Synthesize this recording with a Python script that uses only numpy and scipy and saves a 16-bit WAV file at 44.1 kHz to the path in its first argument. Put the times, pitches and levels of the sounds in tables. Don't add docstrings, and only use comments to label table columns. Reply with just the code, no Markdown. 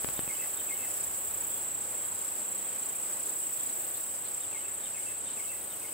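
import sys
import numpy as np
from scipy import signal
from scipy.fft import rfft, irfft
from scipy.io import wavfile
from scipy.ndimage import uniform_filter1d

SR = 44100
rng = np.random.default_rng(int(sys.argv[2]) if len(sys.argv) > 2 else 0)


def store_wav(level_fs):
    pcm = np.round(np.clip(np.atleast_2d(level_fs), -1, 1) * 32767)
    wavfile.write(sys.argv[1], SR, pcm.T.astype(np.int16))


N = 261890
T = np.arange(N) / SR
FREQ = np.maximum(np.fft.rfftfreq(N, 1 / SR), 1)
EAR_SIGN = np.array([[1], [-1]])


def near_crickets():
    # t/s, lead over the even beat/strokes, tooth rate f/Hz before the sag
    high_drift = [(0, -.38, 8196), (.75, -.55, 8197), (3.3, -.45, 8200), (5.94, -.41, 8200)]
    low_drift = [(0, -.05, 7795), (1.6, -.04, 7790), (2.6, -.14, 7790), (3, -.28, 7800), (3.8, -.3, 7790)]
    late_drift = [(2.7, -.08, 7900), (3.65, -.21, 7890), (3.95, -.54, 7770), (4.6, -.43, 7785),
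                  (5, -.23, 7880), (5.5, -.17, 7890)]
    high = cricket(high_drift, stroke_hz=32.3, song=(-2, 8, -42.6, 1),
                   shape=(-.34, .38, .22, .32, 70, 210),
                   bounce_db=-20, lead_rad=-.74, pan_db=1.5, echo_db=-3, t60=.07)
    low = cricket(low_drift, stroke_hz=29.8, song=(-4, 3.82, -38.2, 5.4),
                  shape=(-.37, .39, .32, .15, 170, 250),
                  bounce_db=-11, lead_rad=1.67, pan_db=-2.5, echo_db=-9, t60=.03)
    late = cricket(late_drift, stroke_hz=29.8, song=(2.6, 5.57, -43.3, 1.4),
                   shape=(-.38, .39, .3, .2, 240, 260),
                   bounce_db=-18, lead_rad=2.1, pan_db=-.5, echo_db=-3.5, t60=.064)
    return high + low + late


def cricket(drift, stroke_hz, song, shape, bounce_db, lead_rad, pan_db, echo_db, t60):
    ground_lag_s = .0054
    gain = bout(*song, stop_s=.02) * undb(-.4 * walk(3.2))
    wings = trill(stroke_hz * T + curve(drift), curve(drift, axis=2), shape)
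    plant_sway = np.exp(.3j * walk(1.96))
    bounce = np.roll(wings, int(ground_lag_s * SR)) * plant_sway
    wings = unit(wings + undb(bounce_db) * bounce) * np.sqrt(2) * gain
    echoes = scatter(wings.real, t60)
    coherent = 2 * np.outer(echoes @ wings.conj() / np.vdot(wings, wings), wings).real
    diffuse = undb(echo_db) * (echoes - coherent)
    return (at_ears(wings, lead_rad) + diffuse) * undb(EAR_SIGN * pan_db / 2)


def trill(strokes, hz, shape, spread_hz=9):
    start, end, attack, release, fall_hz, sag_hz = shape
    sag_at, sag_bend = .25, .1
    nearest = np.round(strokes).astype(int)
    pitch, uneven_db, timing = rng.standard_normal((400, 3))[nearest % 400].T
    u = strokes - nearest + .025 * timing
    sag = fall_hz * u + sag_hz * np.exp((np.minimum(u, end) - sag_at) / sag_bend)
    tooth_hz = hz + spread_hz * pitch - sag + 14 * walk(500)
    ramp = np.clip(np.minimum((u - start) / attack, (end - u) / release), 0, 1)
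    envelope = unit(np.sin(np.pi / 2 * ramp) ** 2 * undb(uneven_db))
    return np.sqrt(2) * envelope * np.exp(2j * np.pi * np.cumsum(tooth_hz) / SR)


def far_crickets(count=22):
    # f/Hz, gain/dB
    spectrum = [(5800, -57), (6400, -30), (6900, -11.5), (7200, -2.5), (7450, 1.5), (7700, 6), (8000, 6),
                (8250, -18), (8400, -24)]
    # t/s, relative level/dB
    levels = [(0, -46.8), (2, -45.4), (3.9, -47.6), (5.45, -46.4), (5.65, -50.8)]
    shape = (-.37, .37, .37, .37, 150, 150)
    chorus = 0
    for hz in np.linspace(6000, 8200, count):
        strokes = rng.uniform(24, 36) * T + rng.random() + .2 * walk(2)
        chorus = chorus + scatter(trill(strokes, hz, shape, spread_hz=64.97).real, t60=.034)
    return unit(colour(chorus, spectrum)) * undb(curve(levels) + 4.5)


def katydids():
    # f/Hz, gain/dB
    spectrum = [(4500, -11), (6300, -12.5), (7600, 0), (8600, 3.5), (8950, -2.5), (9300, 1.4), (9900, 0.8),
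                (11500, -3.5), (13000, -5.5), (14500, -3.5), (15800, -5)]
    # start t/s, end t/s, level/dB, swell time/s
    buzzes = [(-1, 1.61, -44.4, .8), (-1, 4.38, -50, .5), (-1, 5.19, -50, .5), (2.1, 4.06, -45.2, 1.8),
              (5.25, 7, -46.6, .17)]
    # first lisp t/s, repeats
    lisp_runs = [(-.235, 2), (.738, 12)]
    period_s, lisp_s, lisp_db = .445, .051, -44.5
    rasp_after_s, rasp_s, rasp_db = .25, .48, -47
    split_hz, far_lower_db, far_upper_db, buzz_spill_db = 11800, -48, -55, -5
    through_stems = scatter(rng.standard_normal(N), t60=.095)
    hiss = colour(through_stems + undb(-7) * wide_noise(1.15), spectrum)
    top = irfft(rfft(hiss) / (1 + (split_hz / FREQ) ** 16), N)
    beats = [first + k * period_s for first, count in lisp_runs for k in range(count)]
    lisps = sum(undb(lisp_db + rng.standard_normal()) * arch((T - s) / lisp_s) for s in beats)
    rasp_power = undb(rasp_db) ** 2 * sum(arch((T - s - rasp_after_s) / rasp_s) for s in beats)
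    buzz_power = sum(bout(*row, stop_s=.078) ** 2 for row in buzzes)
    lower_power = undb(far_lower_db) ** 2 + rasp_power + undb(buzz_spill_db) ** 2 * buzz_power
    upper_power = undb(far_upper_db) ** 2 + buzz_power
    lower = unit(hiss - top) * np.sqrt(lower_power) * undb(1.3 * walk(16))
    upper = unit(top) * np.sqrt(upper_power) * undb(.24 * walk(12))
    lisp_spectrum = [(7500, -19), (9000, 6), (11000, 6), (12000, 0), (14000, -14)]  # f/Hz, gain/dB
    lisp_noise = unit(colour(wide_noise(-4.5), lisp_spectrum))
    pulsed = lower * pulsing(stroke_hz=89) + upper * pulsing(stroke_hz=69)
    return pulsed * undb(.5 * walk(120)) + lisps * lisp_noise


def pulsing(stroke_hz, depth_db=.65):
    return undb(depth_db * np.sin(2 * np.pi * (stroke_hz * T + .26 * walk(9))))


def bird():
    # offset t/s, length/s, start f/Hz, end f/Hz, upward bow/Hz, level/dB, roughness/Hz
    notes = [(-.135, .06, 3700, 3520, 40, -5.5, 100), (-.112, .05, 3250, 2920, -40, -5.5, 90),
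             (-.018, .044, 2720, 2220, 0, -.5, 80), (.002, .056, 2240, 2210, -55, 0, 35),
             (.05, .04, 3000, 2920, 0, -4, 25), (.09, .066, 2540, 2610, 100, 0, 36),
             (.13, .05, 2300, 1750, -60, -4.5, 120)]
    # t/s, relative level/dB, tilt towards high notes/(dB per octave)
    phrases = [(.283, -45.8, -2), (.692, -46.2, -2), (4.535, -48.8, 0), (4.955, -49.2, 1),
               (5.378, -48.8, 2), (5.822, -51.5, 3)]
    pivot_hz = 2700
    sung = []
    for start, phrase_db, tilt in phrases:
        for offset, length, from_hz, to_hz, bow_hz, db, rough_hz in notes:
            note_db = phrase_db + db + tilt * np.log2(from_hz / pivot_hz)
            sung.append((start + offset, length, from_hz, to_hz, bow_hz, note_db, rough_hz))
    song = whistles(sung)
    return undb(-.5) * song + undb(-9) * scatter(song, t60=.07) + undb(-4) * scatter(song, t60=.5)


def other_birds():
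    # t/s, length/s, start f/Hz, end f/Hz, upward bow/Hz, relative level/dB, roughness/Hz
    chirps = [(1.496, .014, 3480, 3400, 0, -55, 30), (1.515, .016, 3470, 3380, 0, -48.5, 30),
              (1.537, .014, 3440, 3390, 0, -49.5, 30), (1.558, .016, 3430, 3370, 0, -48.5, 30),
              (2.52, .025, 2350, 2520, 0, -55, 40), (2.57, .03, 2950, 3150, 40, -54, 40),
              (2.66, .04, 2750, 2780, 0, -56, 60), (2.765, .025, 2400, 2680, 0, -54.5, 40),
              (2.935, .035, 2200, 2450, 60, -53.5, 40), (2.988, .03, 2720, 3080, 90, -49, 35),
              (3.13, .026, 4050, 4170, 30, -56, 50), (3.175, .05, 2380, 2750, 0, -53.5, 90),
              (3.412, .03, 2780, 3100, 70, -49, 35), (3.51, .03, 2600, 2580, 0, -55, 40),
              (3.53, .16, 3250, 3620, 60, -54, 170), (3.565, .025, 1850, 1900, 0, -55, 30),
              (3.618, .036, 2380, 2680, 60, -50.5, 80), (3.915, .05, 3250, 3600, 70, -51.5, 130)]
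    song = whistles(chirps)
    direct = at_ears(signal.hilbert(song), lead_rad=2.1)
    return undb(-2) * direct + undb(-5) * scatter(song, t60=.35)


def whistles(notes):
    song, flutter = np.zeros(N), walk(900)
    for start, length, from_hz, to_hz, bow_hz, db, rough_hz in notes:
        u = (T - start) / length
        on = (u > 0) & (u < 1)
        swell = np.sin(np.pi * u[on])
        glide_hz = from_hz + (to_hz - from_hz) * u[on] + bow_hz * swell
        hz = glide_hz * (1 + .0037 * rng.standard_normal()) + rough_hz * flutter[on]
        song[on] += undb(db) * swell * np.sin(2 * np.pi * np.cumsum(hz) / SR)
    return song * (1 + .5 * walk(400))


def microphone_pops():
    # t/s, left step, right step, decay time/s
    steps = [(0.046, -0.26, 0.00078, 0.00035), (0.0885, 0.21, 0.026, 0.00015),
             (0.1926, 0.19, 0.033, 0.0006), (0.2338, -0.039, 0.023, 0.00038),
             (.278, -0.075, -0.024, 0.00051)]
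    # t/s, amplitude, f/Hz
    bumps = [(0.086, 0.021, 130), (0.233, -0.021, 121)]
    knocks = np.zeros((2, N))
    for s, left, right, decay in steps:
        knocks += np.outer([left, right], (T >= s) * np.exp(-np.abs(T - s) / decay))
    for s, size, hz in bumps:
        knocks[0] += size * np.sin(2 * np.pi * hz * (T - s)) * arch((T - s) * hz / 2)
    return signal.sosfilt(signal.butter(1, [90, 4000], "band", fs=SR, output="sos"), knocks)


def leaves():
    # middle t/s, length/s, level/dB
    rustles = [(2.62, .25, -64), (2.83, 0.14, -60), (3.27, .12, -60), (3.585, 0.092, -66),
               (3.7, 0.092, -58), (3.97, .1, -58), (4.267, 0.083, -54), (5.316, 0.11, -56),
               (5.48, .08, -58)]
    # f/Hz, gain/dB
    spectrum = [(1200, -14), (2000, -2), (4000, 17), (6300, -6), (10000, -26)]
    crackle = unit(colour(wide_noise(-1.6) * undb(.72 * walk(340)), spectrum))
    return crackle * sum(undb(db) * arch((T - s) / length) for s, length, db in rustles)


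def engine():
    # f/Hz, level/dB
    partials = [(301, -68.5), (570, -68), (870, -68.5)]
    # t/s, relative level/dB of the fundamental, relative level/dB of the octave
    levels = [(.5, -73, -79), (1.35, -67, -73), (2.1, -65, -73.5), (2.6, -74.5, -65.5), (3.05, -75, -68.5),
              (3.6, -78, -80), (4.3, -67, -75.5), (5.4, -66, -72), (5.94, -69, -81)]
    fundamental_hz = 97.7
    phase_per_hz = 2 * np.pi * np.cumsum(1 + .00391 * walk(4)) / SR
    overtones = sum(undb(db + 2 * walk(3.34)) * np.sin(hz * phase_per_hz + .74 * walk(25))
                    for hz, db in partials)
    fundamental = np.sin(fundamental_hz * phase_per_hz + .36 * walk(14))
    fundamental *= undb(curve(levels) + 3.5 + 1.8 * walk(6.2))
    octave = np.sin(2 * fundamental_hz * phase_per_hz + .47 * walk(13))
    octave *= undb(curve(levels, axis=2) + 4 + 2 * walk(3.09))
    return fundamental + octave + overtones


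def countryside():
    # f/Hz, gain/dB
    air_spectrum = [(20, -35), (55, -11.5), (120, -4.5), (165, -6), (250, -3), (350, -.5), (580, 0.5),
                    (800, -2.5), (1100, -4), (1800, -7.5), (3300, -9), (4200, -13.5), (5500, -32),
                    (7000, -52)]
    # t/s, level/dB
    puffs = [(.2, -57), (.7, -77), (1.35, -62), (1.7, -72), (2.7, -78), (4.5, -76), (5.3, -84)]
    breeze_spectrum = [(20, -9), (60, 7), (150, -3), (400, -37)]  # f/Hz, gain/dB
    air_db, fall_db_per_s = -47, .4849
    air = unit(colour(wide_noise(-4), air_spectrum))
    air *= undb(air_db - fall_db_per_s * T + .5 * walk(14))
    breeze = unit(colour(rng.standard_normal(N), breeze_spectrum))
    breeze *= undb(curve(puffs) + 2 * walk(5.7))
    return air + np.outer([1, .2], breeze)


def scatter(x, t60):
    t = T[:SR // 2]
    echoes = rng.standard_normal((2, len(t))) * undb(-60 * t / t60)
    wet = signal.fftconvolve(x[None], echoes, axes=1)[:, :N]
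    return wet * np.std(x) / np.std(wet, axis=1, keepdims=True)


def at_ears(analytic, lead_rad):
    return np.real(analytic * np.exp(.5j * lead_rad * EAR_SIGN))


def bout(start, end, db, swell_s, stop_s):
    return undb(db) * np.clip((T - start) / swell_s, 0, 1) * np.clip((end - T) / stop_s + .5, 0, 1)


def arch(u):
    return np.cos(np.pi * np.clip(u, -.5, .5)) ** 2


def colour(x, points):
    hz, db = np.transpose(points)
    gain_db = np.interp(np.log(FREQ), np.log(hz), db, left=-90, right=-90)
    return irfft(rfft(x) * undb(gain_db), N)


def wide_noise(side_db):
    mid, side = rng.standard_normal((2, N))
    return mid + undb(side_db) * EAR_SIGN * side


def walk(rate):
    k = int(SR / rate)
    steps = np.repeat(rng.standard_normal(N // k + 1), k)
    return unit(uniform_filter1d(steps, k)[:N])


def curve(rows, axis=1):
    rows = np.array(rows)
    return np.interp(T, rows[:, 0], rows[:, axis])


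def undb(db):
    return 10 ** (np.asarray(db) / 20)


def unit(x):
    return x / np.sqrt(np.mean(np.abs(x) ** 2))


def scene():
    singers = near_crickets() + far_crickets() + katydids() + bird() + other_birds()
    return singers + microphone_pops() + engine() + countryside() + leaves()


def record(dry):
    cutoff_hz = 15720
    return signal.sosfilt(signal.ellip(12, .1, 80, cutoff_hz, fs=SR, output="sos"), dry)


dry = scene()
out = record(dry)
store_wav(out)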